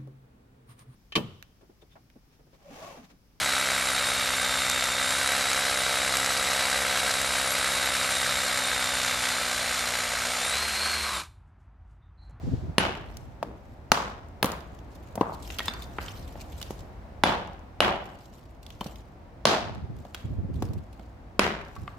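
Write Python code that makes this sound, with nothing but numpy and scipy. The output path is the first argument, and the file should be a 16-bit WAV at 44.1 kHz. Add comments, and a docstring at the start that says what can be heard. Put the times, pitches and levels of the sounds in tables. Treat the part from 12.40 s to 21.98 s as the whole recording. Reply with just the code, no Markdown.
"""A mason splits stone in an open yard. First his sleeve swishes and wind nudges the microphone.
Three hammer blows crack the slab: stone and steel ring, chips fly, rubble and sheds throw the sound back.
Then blocks thud down, clink together and scrape over gritty concrete. Two blows follow around 5 s,
and two more near 7 s and 9 s, among further scrapes, knocks and gusts.
A last clink ends the scene, over the low rumble that lies under it all."""
import sys
import numpy as np
from scipy import signal
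from scipy.fft import rfft, irfft, next_fast_len
from scipy.io import wavfile

SR = 44100
rng = np.random.default_rng(int(sys.argv[2]) if len(sys.argv) > 2 else 0)


def transcribe(signal):
    """Save signal, clipped to [-1, 1], as a 16-bit WAV file at the path in sys.argv[1]."""
    frames = np.atleast_2d(signal).T
    limited = np.clip(frames, -1, 1)
    pcm = np.round(limited * 32767).astype(np.int16)
    wavfile.write(sys.argv[1], SR, pcm)


N = 422478

# Levels are relative. t60 is the time a sound takes to fade by 60 dB.
# hammer blows: t/s, level/dB, treble/dB, fizz/dB, body f/Hz, body level/dB,
# ring f/Hz, ring level/dB, ring damping/factor, steel level/dB, echo level/dB
HAMMER_BLOWS = [(0.3823, -0.5, -1, -6, 800, 2, 2960, -18.5, 3.5, -28.5, 0.5),
                (1.5180, 1, 5.5, -5.5, 1050, 8, 5800, -30, 4, -35, -5),
                (2.0282, -4, -6.5, 16.5, 1090, 5.5, 3740, -26, 3.8, -33.5, -5.5),
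                (4.8367, -1, -3, -4.5, 760, 6.5, 3450, -31.5, 0.7, -37.5, 2),
                (5.4048, 0, -7.5, -1, 720, 5.5, 2930, -19.5, 1.86, -39, 2),
                (7.054, -1, 7.5, -12.5, 710, 6, 4290, -33.5, 2.9, -34.5, 3.5),
                (8.9939, 2, 0.5, -9, 1410, -1, 1980, -33, 2.9, -36, -0.5)]
# the tones of a piece of stone: multiple of its ring pitch, level/dB, t60/s
STONE_TONES = [(1, 8, 0.042), (1.035, -11, 0.026), (1.13, -1, 0.043), (1.376, -8.5, 0.081),
               (1.805, -16.5, 0.085), (2.185, -18.5, 0.031)]
# the tones of the steel hammer head: f/Hz, level/dB, t60/s
STEEL_TONES = [(9720, 0, 0.1), (9780, -12.5, 0.11), (12550, -12.5, 0.036), (6470, -16.5, .1)]
# the tones of the ground under the slab: f/Hz, level/dB, t60/s
GROUND_TONES = [(222, -3, 0.061), (410.3, -3, 0.045)]
# the crack of crushed stone: f/Hz, level/dB
CRACK_SPECTRUM = [(30, 1), (90, 5.5), (200, 23.5), (320, 18), (700, 20), (1200, 16.5), (1800, 12.5),
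                  (3000, 13), (4800, 7), (7000, 2), (9000, -3.5), (13000, -3), (16000, -9.5)]
# blocks meeting the ground: t/s, level/dB, treble/dB, body f/Hz, body level/dB
BLOCK_DROPS = [(1.028, -22.5, 5, 290, 8.5), (2.0442, -16, 14.5, 705, 2.5), (2.7552, -37.5, 28, 900, 12),
               (2.7766, -26.5, -25, 770, 10.5), (2.8109, -15.5, -3, 1010, 12.5), (3.955, -37, -8, 1210, 9),
               (4.3065, -31.5, 16, 950, 1.5), (6.411, -25, 6, 960, 3), (6.461, -32.5, 0, 140, 5.5),
               (7.651, -40, 5, 892, 5), (8.2232, -25, 11, 371, 6), (8.595, -41.5, 5.5, 508, 5)]
# stone knocking on stone: t/s, level/dB, treble/dB, ring f/Hz, ring level/dB, ring damping/factor
STONE_KNOCKS = [(3.103, -19.5, -7, 2740, -42, 1.7), (3.193, -16.5, 2, 3300, -27.5, 3.2),
                (3.204, -19.5, -2, 1900, -35.5, 0.8), (3.282, -7, -30, 3570, -27.5, 1),
                (3.337, -27.5, 9, 4600, -49.5, 0.7), (3.422, -44, 30, 3610, -44, 1),
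                (3.5849, -9, -40, 2000, -41, 2), (3.683, -27, -12, 3130, -40, 1.2),
                (4.215, -26.5, 15, 2990, -41, 1.35), (6.409, -40, 21.5, 3100, -40, 0.94),
                (7.7463, -19.5, 5.5, 3340, -42.5, 1.3), (9.364, -33, 1, 1134, -44, .6),
                (9.478, -22.5, -21, 1174, -42.5, 0.69)]
# the loudest chips snapping or landing: t/s, level/dB, body f/Hz
LOUD_CHIPS = [(0.77, -31.5, 6780), (2.058, -20, 11000), (2.118, -24.5, 7500), (3.186, -18.5, 2940),
              (3.257, -26, 8050), (4.227, -24.5, 3840), (6.265, -35, 4000), (6.304, -33.5, 3200),
              (6.443, -32, 4800), (6.558, -37.5, 3140)]
# a block or boot dragged over grit: t/s, length/s, level/dB
DRAGS = [(0.65, 0.19, -66), (1.15, .25, -72.5), (2.24, 0.15, -69), (2.5, 0.016, -57.5), (2.63, .04, -63),
         (2.78, 0.54, -60.5), (3.02, 0.23, -47), (3.35, 1, -56), (3.6, 0.18, -51), (4.12, .18, -58.5),
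         (5.6, .28, -63.5), (5.92, 0.049, -59.5), (6.22, 0.34, -61.5), (6.4, 0.054, -55),
         (7.55, 0.33, -67.5), (8.13, 0.21, -63), (8.52, 0.11, -67), (9.25, 0.3, -65)]
# the hiss of grit: f/Hz, level/dB
GRIT_SPECTRUM = [(710, -20), (1200, -63), (1370, -65), (1490, -21.5), (2380, -3.5), (2890, -1.5),
                 (7740, -6.5), (9310, -13), (14800, -9.5), (16000, -33)]
# the sleeve brushing the jacket on the first swing: t/s, length/s, level/dB
SLEEVE_BRUSH = [(0.0, .17, -60)]
# the swish of cloth: f/Hz, level/dB
CLOTH_SPECTRUM = [(880, -29), (1500, -4), (2490, -9), (3550, -5), (7320, -10.5), (9280, -22.5),
                  (16000, -26)]
# the yard's echo: f/Hz, level/dB, time before it fades/s, t60/s
YARD_ECHO = [(80, 9, 0.041, 0.89), (221, -0.5, 0.028, 0.54), (355, 1.5, 0.063, 0.59),
             (800, -0.5, 0.082, 0.64), (1570, 3, 0.038, 0.61), (2830, -2, 0.044, 0.53),
             (6000, -4, 0.041, 0.43), (11990, -5, 0.047, 0.33)]
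# single echoes from walls: delay/s, level/dB
WALL_ECHOES = [(.0215, -13), (.057, -13), (.085, -13), (.111, -16)]
# how alike the echo is on the left and right: f/Hz, likeness/0-1
ECHO_LIKENESS = [(50, .7), (250, 0.95), (600, .65), (1200, 0), (3000, 0)]
# gusts on the microphone: t/s, length/s, level/dB
WIND_GUSTS = [(0.03, 0.11, -25), (0.22, .07, -32), (0.58, 0.31, -45), (7.22, 0.367, -36),
              (7.84, 0.536, -30.5), (9.36, 0.068, -39)]
# the rumble of wind: f/Hz, level/dB
WIND_SPECTRUM = [(15, -65.5), (25, -12.5), (86, 6), (141, 0), (316, -12), (545, -25), (600, -28.5),
                 (662, -35.5), (700, -32), (910, -67.5), (1540, -120)]
# the distant background: f/Hz, level/dB
BACKGROUND_SPECTRUM = [(12, -36.5), (20, -29), (33, -7), (60, 2), (154, -12), (270, -14), (347, -16),
                       (410, -20), (698, -17), (1330, -28), (2080, -32.5), (3070, -40.5), (5230, -45.5),
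                       (9400, -55.5), (16000, -56.5)]
# its slow swell, used only as a rise and fall around the average: t/s, level/dB
BACKGROUND_SWELL = [(0, -52), (1.3, -56.5), (3.6, -51), (4.5, -52.5), (5.999, -57.5), (7, -56), (9.6, -56)]
# how the two microphones differ: f/Hz, left minus right level/dB
MIC_BALANCE = [(60, 1.5), (110, -4.5), (200, 1), (380, 1.5), (700, 1), (1290, 1.0), (2380, 0.5),
               (4400, -2.5), (8120, 2), (15000, 1)]


def hammer(steel_echo_db=-13, ring_echo_db=-11, thud_echo_db=-3, bite_db=4, thud_db=-21, absorbed=0.9):
    """Each blow cracks the stone, rings stone and steel, thuds into the ground and echoes round the yard."""
    out = np.zeros((2, N))
    for (s, db, treble_db, fizz_db, body_hz, body_db,
         ring_hz, ring_db, damping, steel_db, echo_db) in HAMMER_BLOWS:
        tone = 0, treble_db, fizz_db, [(body_hz, body_db), (ring_hz, bite_db)]
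        detune = rng.uniform(0.9975, 1.0025)
        stone = amp(ring_db) * ring(STONE_TONES, ring_hz, damping)
        steel = amp(steel_db) * ring(STEEL_TONES, detune)
        # a bright blow spends its force on breaking the stone, so less reaches the ground
        thud = amp(db + thud_db - absorbed * max(treble_db, 0)) * ring(GROUND_TONES)
        direct = stone + steel + thud
        add(direct, 0, amp(db) * crack(*tone, crush_s=0.003, crumble=2.1))
        # sound leaves in all directions, so the echo carries a smooth, averaged crack
        spread = amp(ring_echo_db) * stone + amp(steel_echo_db) * steel + amp(thud_echo_db) * thud
        add(spread, 0, amp(db) * crack(*tone))
        add(out, s, direct)
        add(out, s, amp(echo_db) * yard(spread))
    return out


def crack(bass_db, treble_db, fizz_db, bodies, crush_s=0, crumble=0, size=2048):
    """A sharp push and crumbling grains, coloured by the stone's broad peaks (bodies: f/Hz, level/dB)."""
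    t = np.arange(size) / SR
    hz = abs(np.fft.fftfreq(size, 1 / SR)) + 1
    grains = colour(rng.standard_normal((2, size)), [(300, -2.5), (1200, -5), (3000, -5.5)],
                    [(900, 0.93), (3000, 0.21), (7000, -0.48), (13000, 0.26)])
    grains *= np.exp(-t / (crush_s + 1 / SR))
    push = t == 0
    force = push + crumble * grains / np.linalg.norm(grains, axis=1, keepdims=True)
    shape_db = read(CRACK_SPECTRUM, hz) + bass_db / (1 + (hz / 1300) ** 3)
    shape_db += treble_db / (1 + (4500 / hz) ** 3)
    shape_db += fizz_db / (1 + (9000 / hz) ** 6)
    shape_db += sum(db / (1 + (np.log(hz / f) / 0.36) ** 2) for f, db in bodies)
    # a filter of that shape which makes no sound before the push
    response = np.exp(np.conj(signal.hilbert(np.log(amp(shape_db)))))[:size // 2 + 1]
    return irfft(rfft(force) * response) / np.hypot(1, crumble)


def ring(tones, pitch=1, damping=1):
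    """A struck thing rings with a few fading tones; damping, as from a pressing hand, shortens them."""
    t = np.arange(SR // 6) / SR
    phases = rng.uniform(-0.7, 0.7, (len(tones), 2, 1))
    return sum(amp(db - 60 * damping * t / t60) * np.sin(2 * np.pi * f * pitch * t + phase)
               for (f, db, t60), phase in zip(tones, phases))


def thuds(bass_db=14, weight_hz=135, weight_db=5, ring_hz=1130, ring_db=-21, echo_db=-9):
    """A block meets the ground: a heavy, dull knock that crushes grit and barely rings."""
    out, spread = np.zeros((2, 2, N))
    for s, db, treble_db, body_hz, body_db in BLOCK_DROPS:
        tone = bass_db, treble_db, 0, [(body_hz, body_db), (weight_hz, weight_db)]
        add(out, s, amp(db + ring_db) * ring(STONE_TONES, ring_hz))
        add(out, s, amp(db) * crack(*tone, crush_s=0.0042, crumble=4.7))
        add(spread, s, amp(db) * crack(*tone))
    return out + amp(echo_db) * yard(spread, wall_db=4.5)[:, :N]


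def clinks(bass_db=-8, body_hz=1300, body_db=6, bite_db=3, echo_db=-6, ring_echo_db=-5):
    """Stone meets stone: a light click, and the piece rings at its own pitch."""
    out, spread = np.zeros((2, 2, N))
    for s, db, treble_db, ring_hz, ring_db, damping in STONE_KNOCKS:
        tone = bass_db, treble_db, 0, [(body_hz, body_db), (ring_hz, bite_db)]
        clink = amp(ring_db) * ring(STONE_TONES, ring_hz, damping)
        add(out, s, clink)
        add(out, s, amp(db) * crack(*tone, crush_s=0.0039, crumble=2.7))
        add(spread, s, amp(ring_echo_db) * clink)
        add(spread, s, amp(db) * crack(*tone))
    return out + amp(echo_db) * yard(spread)[:, :N]


def chips(echo_db=-10, body_db=10, per_blow=3, flight_s=(0.15, 0.37), splinter_db=-35.5, fade_db_per_s=44):
    """Chips tick on the concrete. Every blow throws splinters: the longer they fly, the softer they land."""
    out = np.zeros((2, N))
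    splinters = [(s + flight, splinter_db - fade_db_per_s * flight, rng.uniform(2500, 8400))
                 for s, *_ in HAMMER_BLOWS for flight in rng.uniform(*flight_s, per_blow)]
    for s, db, body_hz in LOUD_CHIPS + splinters:
        tick = crack(bass_db=-17.5, treble_db=8.5, fizz_db=1.5, bodies=[(body_hz, body_db)],
                     crush_s=0.0029, crumble=5.4)
        add(out, s, amp(db) * tick)
    return out + amp(echo_db) * yard(out)[:, :N]


def dragging(grains_db=5, grains_per_s=220, spread_db=4.5, snap_s=0.0039):
    """Sand hisses under a sliding block or boot while larger grains snap one by one."""
    strengths = amp(spread_db * np.minimum(rng.exponential(1, N), 4.5))
    snaps = strengths * (rng.random(N) < grains_per_s / SR)
    fading_snaps = signal.lfilter([1], [1, -np.exp(-1 / (snap_s * SR))], snaps)
    bursts = np.pad(fading_snaps * rng.standard_normal((2, N)), ((0, 0), (0, next_fast_len(N) - N)))
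    grains = unit(colour(bursts, GRIT_SPECTRUM, [(1000, 0.66), (12000, 0.19)])[:, :N])
    sand = noise(GRIT_SPECTRUM, [(1000, 0.57), (12000, 0.15)])
    return strokes(DRAGS, rise_s=0.011, fall_db_per_s=110) * rasp(sand + amp(grains_db) * grains)


def rasp(x, patch_db=3.2, slip_db=2):
    """Grit catches and slips: each contact briefly favours its own patch of pitch."""
    bands = signal.stft(x, SR, nperseg=256)[2]
    blur = np.outer(np.hanning(8), np.hanning(14))
    patches = unit(signal.fftconvolve(rng.standard_normal(bands.shape[1:]), blur, "same"))
    slips = unit(np.convolve(rng.standard_normal(bands.shape[2]), np.hanning(14), "same"))
    bands *= amp(patch_db * patches + slip_db * slips)
    return unit(signal.istft(bands, SR, nperseg=256)[1][:, :N])


def sleeve():
    """Cloth swishes softly as the arm comes down."""
    swish = noise(CLOTH_SPECTRUM, [(1000, 0.35), (12000, 0.3)])
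    return strokes(SLEEVE_BRUSH, rise_s=0.028, fall_db_per_s=76) * swish


def yard(x, late_db=-21, late_t60=1.0, rise_s=0.017, lumpy_db=3, wall_band_hz=(350, 1600), wall_db=0):
    """Rubble scatters the sound, walls add single echoes and far sheds leave a faint tail."""
    size = 45056
    scatter = rng.standard_normal((2, size))
    scatter *= amp(lumpy_db * rng.standard_normal(size // 32).repeat(32))
    hz, t, bands = signal.stft(colour(unit(scatter), YARD_ECHO, ECHO_LIKENESS), SR, nperseg=256)
    hold_s = read(YARD_ECHO, hz, column=2)[:, None]
    t60 = read(YARD_ECHO, hz, column=3)[:, None]
    rubble = amp(-60 * np.maximum(t - hold_s, 0) / t60)
    sheds = amp(late_db - 60 * t / late_t60)
    fade = np.hypot(rubble, sheds) * np.minimum(t / rise_s, 1)
    fade /= np.sqrt(np.mean(fade ** 2, axis=1, keepdims=True) * size)
    echo = signal.istft(bands * fade, SR, nperseg=256)[1]
    # rough walls return little treble
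    slap = signal.lfilter(*signal.butter(2, wall_band_hz, "band", fs=SR), np.arange(400) == 0)
    for s, db in WALL_ECHOES:
        lags = rng.integers(0, 16, 2)  # each echo comes from its own side
        add(echo, s, amp(db + wall_db) * np.array([np.roll(slap, lag) for lag in lags]))
    return signal.fftconvolve(x, echo, axes=1)


def wind(gust_db=-1, lumpy_db=3):
    """Swirls of air buffet the microphone in low, uneven lumps."""
    swirls = noise([(1, -27.0), (18, 16), (40, -64.5), (200, -120)], [(1, 0.93), (40, 0.46)])
    rumble = noise(WIND_SPECTRUM, [(50, 0.091), (400, 0.25)])
    gusts = strokes(WIND_GUSTS, rise_s=0.0093, fall_db_per_s=251)
    return amp(gust_db) * gusts * unit(rumble * amp(lumpy_db * swirls))


def background(level_db=-44.5):
    """The distant rumble and hush of the surroundings, slowly rising and falling."""
    swell_db = np.interp(np.arange(N) / SR, *np.transpose(BACKGROUND_SWELL))
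    hush = noise(BACKGROUND_SPECTRUM, [(40, 0.83), (250, 0.99), (600, 0.46), (1500, 0.033), (8000, 0.13)])
    return amp(level_db + swell_db - swell_db.mean()) * hush


def strokes(rows, rise_s, fall_db_per_s):
    """A loudness curve: each row (t/s, length/s, level/dB) rises, holds and dies away."""
    t = np.arange(N) / SR
    power = np.zeros(N)
    for s, length, db in rows:
        rise = np.clip((t - s) / rise_s, 0, 1)
        fall_db = fall_db_per_s * np.maximum(t - s - length, 0)
        power += (rise * amp(db - fall_db)) ** 2
    return np.sqrt(power)


def noise(spectrum, likeness):
    """Steady stereo noise of average strength 1."""
    white = rng.standard_normal((2, next_fast_len(N)))
    return unit(colour(white, spectrum, likeness)[:, :N])


def colour(x, spectrum, likeness):
    """Shapes two noises (f/Hz, level/dB) and sets how alike left and right are (f/Hz, likeness)."""
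    hz = np.fft.rfftfreq(x.shape[1], 1 / SR)
    left, other = rfft(x)
    same = np.clip(read(likeness, hz), -1, 1)
    right = same * left + np.sqrt(1 - same ** 2) * other
    return irfft(np.array([left, right]) * amp(read(spectrum, hz)), x.shape[1])


def read(points, hz, column=1):
    """Looks up a table at any frequency, gliding between rows on a log scale."""
    table = np.transpose(points)
    return np.interp(np.log(hz + 1), np.log(table[0] + 1), table[column])


def add(mix, s, sound):
    """Mixes a stereo sound in at s seconds."""
    part = mix[:, round(s * SR):][:, :sound.shape[1]]
    part += sound[:, :part.shape[1]]


def amp(db):
    """Turns decibels into a gain."""
    return 10 ** (np.asarray(db) / 20)


def unit(x):
    """Scales a signal to an average strength (rms) of 1."""
    return x / np.sqrt(np.mean(x ** 2) + 1e-20)


def scene():
    """All that sounds in the yard."""
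    return hammer() + thuds() + clinks() + chips() + dragging() + sleeve() + wind() + background()


def record(dry, low_cut_hz=36, high_cut_hz=16500):
    """Two slightly unlike microphones lose deep rumble, flatten loud cracks and cut the top treble."""
    size = next_fast_len(N + 4096)
    hz = np.fft.rfftfreq(size, 1 / SR)
    balance = amp(read(MIC_BALANCE, hz) * np.array([[0.5], [-0.5]]))
    response = balance / np.hypot(1, (low_cut_hz / (hz + 1)) ** 3)
    heard = irfft(rfft(dry, size) * response, size)[:, :N]
    limited = heard / (1 + heard ** 6) ** (1 / 6)
    high_cut = signal.firwin(401, high_cut_hz, window=("kaiser", 9), fs=SR)
    return signal.oaconvolve(limited, high_cut[None], "same")


dry = scene()
out = record(dry)
transcribe(out)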